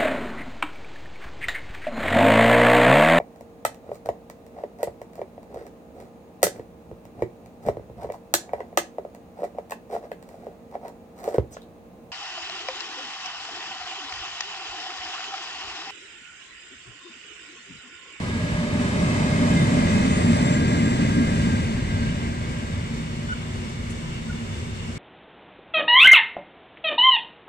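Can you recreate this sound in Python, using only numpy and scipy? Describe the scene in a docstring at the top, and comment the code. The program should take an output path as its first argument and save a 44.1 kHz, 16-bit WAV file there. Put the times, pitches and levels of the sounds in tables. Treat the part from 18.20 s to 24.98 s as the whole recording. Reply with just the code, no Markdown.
"""Beside a railway line, an electric locomotive passes a pair of microphone ports, hopper wagons behind it.
Roughness noise rings through bodies, rail and wheels; the locomotive's rings and whines sink in pitch as it goes by.
Flanges squeal as wavering sines; the quieter wagons take over with droning tones, two squeaks of sagging
tones with a noisy echo tail, and a rattle of bright noise ticks. Slipstream buffets the ports as low noise."""
import sys
import numpy as np
from scipy import signal
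from scipy.fft import rfft, irfft, next_fast_len
from scipy.io import wavfile
from scipy.ndimage import map_coordinates

SR = 44100
rng = np.random.default_rng(int(sys.argv[2]) if len(sys.argv) > 2 else 0)


def generate_wav(signal):
    """Clip the signal to [-1, 1] and save it as 16-bit WAV at the path in sys.argv[1]."""
    frames = np.transpose(np.atleast_2d(signal))
    scaled = np.clip(frames, -1, 1) * 32767
    pcm = np.round(scaled).astype(np.int16)
    wavfile.write(sys.argv[1], SR, pcm)


N = 298998
TIME = np.arange(N) / SR
PAD = next_fast_len(N + SR // 2)   # working length of noise, longer than the scene
PREROLL_S = .25   # noise held ready before the scene starts, so that late sound is there from the outset

SPEED_M_S, TRACK_M, ABREAST_S = 10.5, 12.5, 2.25   # train speed, distance to track, loud bogie abreast
SOUND_M_S = 343
PORT_GAP_M, PORT_AIM_DEG = .175, 92   # the port axis points almost straight at the track, left port nearer
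SHADE_DB = .5   # the ports shade each other: left gains as a source moves off
WAGON_DEG = -15   # bearing of the string of wagons
WHEELS_BEND = .5   # wheels and gears spread along the locomotive: their pitch sinks by this share only
TRAIL_SHARE = .3   # trailing bogies keep the sound near abreast after the loud one has gone by

# edges between body rumble, rail, wheels and hiss: (frequency [Hz])
RANGE_EDGES = [400, 1400, 5000]
# colour of the rolling noise, its shape within each range: (frequency [Hz], density [dB per Hz])
LOCO_COLOUR = [(20, -21), (42, -17.5), (90, -2.5), (220, 2), (330, -13.5), (460, -17), (760, -23.5),
               (1450, -26), (2100, -26), (2800, -32), (4200, -33), (6500, -31.5), (8000, -27), (9300, -37),
               (11500, -60), (14000, -54)]
WAGON_COLOUR = [(20, -10), (42, 2), (90, 3), (220, -5.5), (330, -14.5), (760, -28), (1450, -23.5),
                (2100, -14.5), (2800, -20), (4200, -27.5), (6500, -29.5), (8000, -25), (9300, -38.5),
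                (14000, -56.5)]
# rings of the locomotive's body and wheels: (frequency when abreast [Hz], width [Hz], level over the noise [dB])
LOCO_RINGS = [(85, 20, 3.1), (125, 20, 3.1), (168, 16, 6), (243, 40, 5), (275, 40, 3), (315, 50, 2.5),
              (398, 26, 2), (592, 50, 6), (1000, 200, 3.1), (900, 60, 2.5), (1100, 60, 4.5), (1225, 60, 7),
              (1960, 90, 5), (2080, 100, 7.5), (2350, 60, 2.5), (2470, 70, 5.5), (2555, 60, 6.5),
              (3030, 100, 8), (3620, 110, 6), (4150, 120, 2.5), (4620, 200, 3), (4980, 80, 3.5),
              (5530, 120, 5), (6090, 90, 5), (6830, 50, 5), (7620, 220, 6), (9050, 400, 3), (11050, 150, 4)]
# rings of the wagons: (frequency [Hz], width [Hz], level over the noise [dB])
WAGON_RINGS = [(97, 37, 6.5), (131.2, 10.5, 8.5), (161.1, 15, 10), (224, 14, 13.5), (242.5, 7.9, 6),
               (359, 36, 8.5), (987, 20, 8.5), (1557, 28, 4.5), (1840, 140, 1.5), (1990, 90, -2),
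               (2228, 59, 9), (2860, 600, 9.5), (3485, 160, 10), (3740, 200, 7.5), (4390, 550, 6.5),
               (5250, 530, 4), (6040, 200, 1.5)]
# hollows between the rings: (frequency [Hz], width [Hz], level [dB])
LOCO_HOLLOWS = [(1360, 170, -2.5), (2750, 150, -2), (3350, 230, -2), (4060, 150, -1), (4400, 130, -5.5),
                (5220, 150, -7), (5780, 180, -3.5)]
WAGON_HOLLOWS = [(2480, 180, -4), (3190, 160, -0.5), (3900, 150, -3), (4900, 180, -4.5), (5800, 250, -2),
                 (6640, 200, -0.5)]
# how alike the broad noise is at the two ports: (frequency [Hz], likeness [0-1])
LOCO_ALIKE = [(25, 0.7), (45, 0.8), (70, 0.99), (250, 0.97), (450, 0.69), (800, 0.59), (1300, 0.5),
              (2500, 0.23), (6000, 0), (9000, 0.11)]
WAGON_ALIKE = [(25, 0.87), (45, 0.87), (70, 1), (250, 0.89), (600, 0.43), (1300, 0.52), (2500, 0.28),
               (6000, 0), (9000, 0.04)]
# rolling noise, one row each for body rumble, rail, wheels, hiss; power falls as
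# (track distance / distance) squared, to the beam power: (lateness [s], beam power [-], front bogie level [dB],
# rear bogie level [dB], first wagon level [dB], string of wagons level [dB])
RANGES = [(0.22, 2.43, -19.5, -22, -27.5, -31), (.001, 2.12, -32, -33, -43, -43),
          (.02, 1.65, -35.5, -34.5, -47.5, -44.5), (.001, 2.53, -43.5, -41, -49, -48)]
# loudest moments of the locomotive's front and rear bogie and of the first wagon, before lateness: (time [s])
BOGIE_TIMES = [1.3, 2.204, 3.2]
# low sound comes from a long stretch of track, so its port lag averages down; a row per range: (share of lag [0-1])
LAG_SHARES = [0.7, 0.9, 0.96, 1]
# the ports hear the locomotive more alike as it passes and draws away:
# (time [s], share of each port heard in the other [0-1])
FOCUS = [(0, 0), (1.6, .02), (2.4, .3), (3.6, .35), (4.6, .15), (6.78, .1)]
# whines carried along by the locomotive, before their waver: (time [s], level [dB])
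MOTOR_LEVEL = [(0, -46.5), (.4, -38.5), (1.4, -36), (2.3, -36), (2.7, -48), (3.5, -48), (4.4, -49),
               (5.4, -63), (6.78, -66)]
GEAR_LEVEL = [(0, -52), (.2, -43), (.8, -45), (1.4, -39), (1.8, -42), (2.5, -38), (3, -40), (3.6, -43),
              (4.1, -46), (4.5, -55), (5.6, -66)]
CONVERTER_LEVEL = [(0, -66), (.5, -64), (.7, -58), (1.1, -61), (1.5, -57), (1.9, -58), (2.1, -54),
                   (2.5, -61), (3.5, -62), (3.8, -78), (6.78, -93)]
# flange squeals, before their waver: (middle [s], length [s], frequency [Hz], peak level [dB])
SQUEALS = [(1.15, .25, 2120, -38), (1.38, .16, 2100, -35), (.9, .3, 2600, -43), (1.42, .14, 3625, -39),
           (1.70, .12, 6130, -47), (1.68, .1, 3610, -43), (1.8, .3, 2570, -40), (4.3, .3, 2215, -46),
           (1.92, .16, 8350, -44), (1.94, .18, 6815, -41), (1.97, .3, 8440, -43), (2.20, .14, 7800, -44),
           (2.30, .24, 7548, -37), (2.31, .12, 6055, -48), (2.32, .12, 8360, -47), (2.35, .2, 6800, -46),
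           (1.3, .22, 7570, -45), (1.5, .2, 7600, -44), (1.74, .2, 7480, -45), (2.1, .25, 7590, -44),
           (2.5, .16, 7530, -43), (2.66, .16, 7520, -45), (1.86, .16, 6800, -46), (1.88, .2, 6120, -48),
           (2.12, .2, 8420, -48)]
# hollow swells of the low rumble: (middle [s], length [s], low edge [Hz], high edge [Hz], level [dB])
BOOMS = [(.95, .4, 190, 300, -29.5), (1.4, 0.68, 206, 330, -29), (2.462, 0.95, 271, 334, -33),
         (2.725, 0.65, 203, 276, -22), (2.995, 0.17, 197, 280, -19), (3.284, 0.15, 147, 243, -22)]
# narrow tones of the wagon bodies: (frequency [Hz], level against their rumble [dB], phase wander [rad])
DRONE_TONES = [(165, -14, 1.6), (238, -10.5, 1.6)]
# wagon squeaks, before their roughness: (middle [s], length [s], start frequency [Hz], end frequency [Hz],
# peak level [dB], octave level against the tone [dB], echo tail level [dB], bearing [deg])
SQUEAKS = [(5.113, .09, 1490, 1450, -23.5, -22, -49, -50), (5.130, .035, 1490, 1460, -36, -3, -52, -80),
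           (6.101, .05, 1460, 1420, -35.5, -30, -45, -80)]
# ticks of noise, levels before the bright filter: (time [s], peak level [dB], fall by 60 dB [s])
RATTLE_TICKS = [(5.702, -36, 0.06), (5.708, -40, 0.05), (5.718, -45, .06)]
# wind on the ports, before its gusts: (time [s], level [dB])
SLIPSTREAM_LEVEL = [(0, -61), (1.2, -58), (1.7, -37), (2.5, -48), (3.9, -44), (4.6, -65), (6.78, -66)]
# colour of each port: (frequency [Hz], width [Hz], level [dB])
LEFT_PORT = [(7900, 1200, 0.96)]
RIGHT_PORT = [(7960, 580, -36), (9360, 640, -13)]


def from_db(db):
    """Level in dB to amplitude."""
    return 10 ** (np.asarray(db) / 20)


def rms_one(x):
    """Scale to an RMS of one over all ports together."""
    return x / np.sqrt(np.mean(x ** 2) + 1e-20)


def curve(rows):
    """Join the (time, value) rows by straight lines."""
    s, values = np.transpose(rows)
    return np.interp(TIME, s, values)


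def at_hz(points, hz):
    """Read a frequency curve, straight over log frequency."""
    point_hz, values = np.transpose(points)
    return np.interp(np.log(hz), np.log(point_hz), values)


def bells_db(bells, hz):
    """Sum of bell-shaped humps or hollows in dB."""
    return sum(db / (1 + (2 * (hz - centre_hz) / width_hz) ** 2) for centre_hz, width_hz, db in bells)


def bandpass(x, order, low_hz, high_hz):
    """Keep one band of a sound."""
    return signal.sosfilt(signal.butter(order, [low_hz, high_hz], "band", fs=SR, output="sos"), x)


def drift(rate, size=N):
    """Slow chance: a random value at each step, joined by straight lines; rate in steps per second, 60 at most."""
    steps = rng.standard_normal(round(size / SR * 60) + 2)
    return np.interp(np.arange(size) / SR * np.clip(rate, .1, 60), np.arange(len(steps)), steps)


def swell(middle_s, length_s):
    """A raised-cosine swell around a moment."""
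    return np.cos(np.pi * np.clip((TIME - middle_s) / length_s, -.5, .5)) ** 2


def blend(shared, own, likeness):
    """Mix shared and separate noise at constant power; likeness 1 makes the ports identical."""
    return np.sqrt(likeness) * shared + np.sqrt(1 - likeness) * own


def port_lag_s(bearing):
    """The right port hears a source at this bearing (radians from abreast) later than the left."""
    return PORT_GAP_M / SOUND_M_S * np.sin(bearing + np.radians(PORT_AIM_DEG))


def two_ports(mono, bearing):
    """A point source reaches both ports alike, the right one late."""
    return np.array([mono, map_coordinates(mono, [(TIME - port_lag_s(bearing)) * SR], order=3)])


def hear(source, delay_s, bearing, lag_share=1, focus=0):
    """Read a two-port source late by its travel time; changing delay bends pitch, focus makes the ports more alike."""
    mix = np.interp(np.arange(PAD) / SR - PREROLL_S, TIME, focus * np.ones(N))
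    source = (source + mix * source[::-1]) / np.sqrt(1 + mix + mix ** 2)
    delays = [delay_s, delay_s + lag_share * port_lag_s(bearing)]
    ports = [map_coordinates(port, [(TIME + PREROLL_S - late) * SR], order=3, mode="wrap")
             for port, late in zip(source, delays)]
    shade = from_db(SHADE_DB * np.sin(bearing) * np.array([[1], [-1]]))
    return shade * np.array(ports)


def loco_path(bend=1):
    """Travel time (scaled by bend) and bearing of the locomotive's loud bogie."""
    along = SPEED_M_S * (TIME - ABREAST_S)
    delay_s = bend * np.hypot(along, TRACK_M) / SOUND_M_S
    heard_along = along * np.where(along > 0, TRAIL_SHARE, 1)
    return delay_s, np.arctan2(heard_along, TRACK_M)


def range_levels():
    """Amplitudes of locomotive and wagons in each range: bogies beam sideways in passing, the string is steady."""
    levels = []
    for late, beam, *passing_db, string_db in RANGES:
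        front, rear, first = [
            from_db(db) * (1 + (SPEED_M_S * (TIME - s - late) / TRACK_M) ** 2) ** (-beam / 2)
            for s, db in zip(BOGIE_TIMES, passing_db)]
        levels.append((np.hypot(front, rear), np.hypot(first, from_db(string_db))))
    return levels


def rolling_bands(colour, rings, hollows, alike, swell_db, swells_per_s, ring_spread):
    """Roughness noise through a vehicle's colour and rings, partly shared by the ports, cut into four ranges."""
    hz = np.maximum(np.arange(PAD // 2 + 1) * SR / PAD, 1)
    spectrum = from_db(at_hz(colour, hz) + bells_db(hollows, hz))
    shared, *own = rfft(rng.standard_normal((3, PAD))) * spectrum
    own = np.array(own)
    likeness = np.clip(at_hz(alike, hz), 0, 1)
    broad = blend(shared, own, likeness)
    # a ringing wheel is a smaller source than the whole vehicle, so its ports are more alike
    narrow = blend(shared, own, likeness ** ring_spread)
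    rung = 0
    for ring in rings:   # each ring swells and fades on its own
        ringing = irfft(narrow * (from_db(bells_db([ring], hz)) - 1), PAD)
        rung = rung + from_db(swell_db * drift(swells_per_s, size=PAD)) * ringing
    ports = broad + rfft(rung)
    above = [1] + [1 / (1 + (edge / hz) ** 8) for edge in RANGE_EDGES] + [0]
    return [rms_one(irfft(ports * (low - high), PAD)) for low, high in zip(above, above[1:])]


def rolling(flutter_db, flutter_per_s):
    """Rough wheels on rough rail: locomotive and wagons add in each range, all fluttering together over uneven rail."""
    loco = rolling_bands(LOCO_COLOUR, LOCO_RINGS, LOCO_HOLLOWS, LOCO_ALIKE,
                         swell_db=2.0, swells_per_s=16, ring_spread=.3)
    wagons = rolling_bands(WAGON_COLOUR, WAGON_RINGS, WAGON_HOLLOWS, WAGON_ALIKE,
                           swell_db=2.5, swells_per_s=14, ring_spread=.6)
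    uneven = drift(flutter_per_s)
    path, focus = loco_path(WHEELS_BEND), curve(FOCUS)
    out = 0
    for near, string, gains, depth_db, lag in zip(loco, wagons, range_levels(), flutter_db, LAG_SHARES):
        loco_gain, wagon_gain = gains
        passing = hear(near, *path, lag, focus)
        following = hear(string, 0, np.radians(WAGON_DEG), lag)
        out = out + from_db(depth_db * uneven) * (loco_gain * passing + wagon_gain * following)
    return out


def whine(level, centre_hz, width_hz, alike, waver_db, bend):
    """Machinery sings in one narrow, wavering noise band carried along by the locomotive."""
    hz = np.arange(PAD // 2 + 1) * SR / PAD
    shared, *own = rfft(rng.standard_normal((3, PAD))) / (1 + (2 * (hz - centre_hz) / width_hz) ** 2)
    band = rms_one(irfft(blend(shared, np.array(own), alike), PAD))
    # dividing by the root of the envelope holds it halfway between noise and a steady tone
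    envelope = np.abs(signal.hilbert(band)) + .1
    band = rms_one(band / envelope ** .5)
    return from_db(curve(level) + waver_db * drift(9)) * hear(band, *loco_path(bend), focus=curve(FOCUS))


def motor_hum():
    """The motors sing in a low narrow band, nearly the same at both ports; pitch as when abreast."""
    return whine(MOTOR_LEVEL, centre_hz=593, width_hz=30, alike=.9, waver_db=2.0, bend=WHEELS_BEND)


def gear_whine():
    """Traction gears sing in a narrow middle band; pitch as when abreast."""
    return whine(GEAR_LEVEL, centre_hz=1624, width_hz=46, alike=.35, waver_db=2.9, bend=WHEELS_BEND)


def converter_whine():
    """The converter sings high up, its pitch sinking by the full passing shift; pitch as when abreast."""
    return whine(CONVERTER_LEVEL, centre_hz=9960, width_hz=80, alike=.4, waver_db=1.5, bend=1)


def squeals(waver_hz, waver_db):
    """A flange rubs the rail and one wheel mode sings, wavering a little."""
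    bend = np.cumsum(waver_hz * drift(40.03)) / SR   # in cycles, common to all squeals
    tones = 0
    for s, length, hz, db in SQUEALS:
        tones = tones + from_db(db) * swell(s, length) * np.sin(2 * np.pi * (hz * TIME + bend))
    return two_ports(tones * from_db(waver_db * drift(48.56)), loco_path()[1])


def boom():
    """Bands of low noise swell around the passing of the bogies."""
    out = 0
    for middle_s, length_s, low_hz, high_hz, db in BOOMS:
        band = bandpass(rng.standard_normal(N), 2, low_hz, high_hz)
        out = out + from_db(db) * swell(middle_s, length_s) * rms_one(band)
    return two_ports(out, loco_path()[1])


def transformer_hum():
    """A slightly unsteady mains tone that follows the level of the body rumble."""
    hum_hz, hum_db = 48.6, -24   # peak level against the rumble, before its drift
    rumble = np.hypot(*range_levels()[0])
    unsteady = from_db(hum_db + 2.3 * drift(3.0))
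    return rumble * unsteady * np.sin(2 * np.pi * hum_hz * TIME + .42 * drift(2.0))


def drone():
    """The wagon bodies hum at a few narrow, wandering pitches."""
    tones = 0
    for hz, db, wander in DRONE_TONES:
        tones = tones + from_db(db + 2.5 * drift(3)) * np.sin(2 * np.pi * hz * TIME + wander * drift(6))
    wagon_rumble = range_levels()[0][1]
    return two_ports(np.sqrt(2) * wagon_rumble * tones, np.radians(WAGON_DEG))


def squeaks():
    """Short, rough, sagging tones with their octave, and a narrow noisy echo tail that lingers, separate at each port."""
    tail_rise_s, tail_t60_s = .03, .4
    tail = rms_one(bandpass(rng.standard_normal((2, N)), 2, 1350, 1520))
    out = 0
    for s, length, start_hz, end_hz, db, octave_db, tail_db, bearing_deg in SQUEAKS:
        sagging_hz = np.interp(TIME, [s - length / 2, s + length / 2], [start_hz, end_hz])
        phase = 2 * np.pi * np.cumsum(sagging_hz) / SR
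        rough = from_db(db + 2.5 * drift(60))
        voice = np.sin(phase) + from_db(octave_db) * np.sin(2 * phase)
        tone = rough * swell(s, length) ** 1.5 * voice
        rise = np.clip(1 + (TIME - s) / tail_rise_s, 0, 1)
        fall = from_db(-60 * np.clip(TIME - s, 0, 2) / tail_t60_s)
        out = out + two_ports(tone, np.radians(bearing_deg)) + from_db(tail_db) * rise * fall * tail
    return out


def rattle(low_hz, high_hz, rise_s):
    """Ticks of bright noise that die fast."""
    ticks = 0
    for s, db, t60 in RATTLE_TICKS:
        rise = np.clip(1 + (TIME - s) / rise_s, 0, 1)
        ticks = ticks + from_db(db - 60 * np.clip(TIME - s, 0, 1) / t60) * rise
    return bandpass(ticks * rng.standard_normal((2, N)), 4, low_hz, high_hz)


def slipstream(top_hz, gust_db):
    """Air dragged along by the train buffets each port on its own, in shared gusts."""
    low = bandpass(rng.standard_normal((2, N)), 2, 15, top_hz)
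    return from_db(curve(SLIPSTREAM_LEVEL) + gust_db * drift(4.1)) * rms_one(low)


def scene():
    """All sources at the two ports."""
    train = rolling(flutter_db=[.3, .4, .43, .92], flutter_per_s=14)
    train = train + motor_hum() + gear_whine() + converter_whine()
    train = train + squeals(waver_hz=14, waver_db=3)
    train = train + boom() + transformer_hum() + drone()
    wagon_noises = squeaks() + rattle(low_hz=6500, high_hz=10000, rise_s=.003)
    return train + wagon_noises + slipstream(top_hz=55, gust_db=3.5)


def record(dry):
    """Each port has a colour of its own near 8 kHz; a steep low-pass cuts the top."""
    hz = np.arange(PAD // 2 + 1) * SR / PAD
    ports = from_db([bells_db(LEFT_PORT, hz), bells_db(RIGHT_PORT, hz)])
    coloured = irfft(rfft(dry, PAD) * ports, PAD)[:, :N]
    return signal.sosfilt(signal.ellip(12, .5, 70, 14180, fs=SR, output="sos"), coloured)


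dry = scene()
out = record(dry)
generate_wav(out)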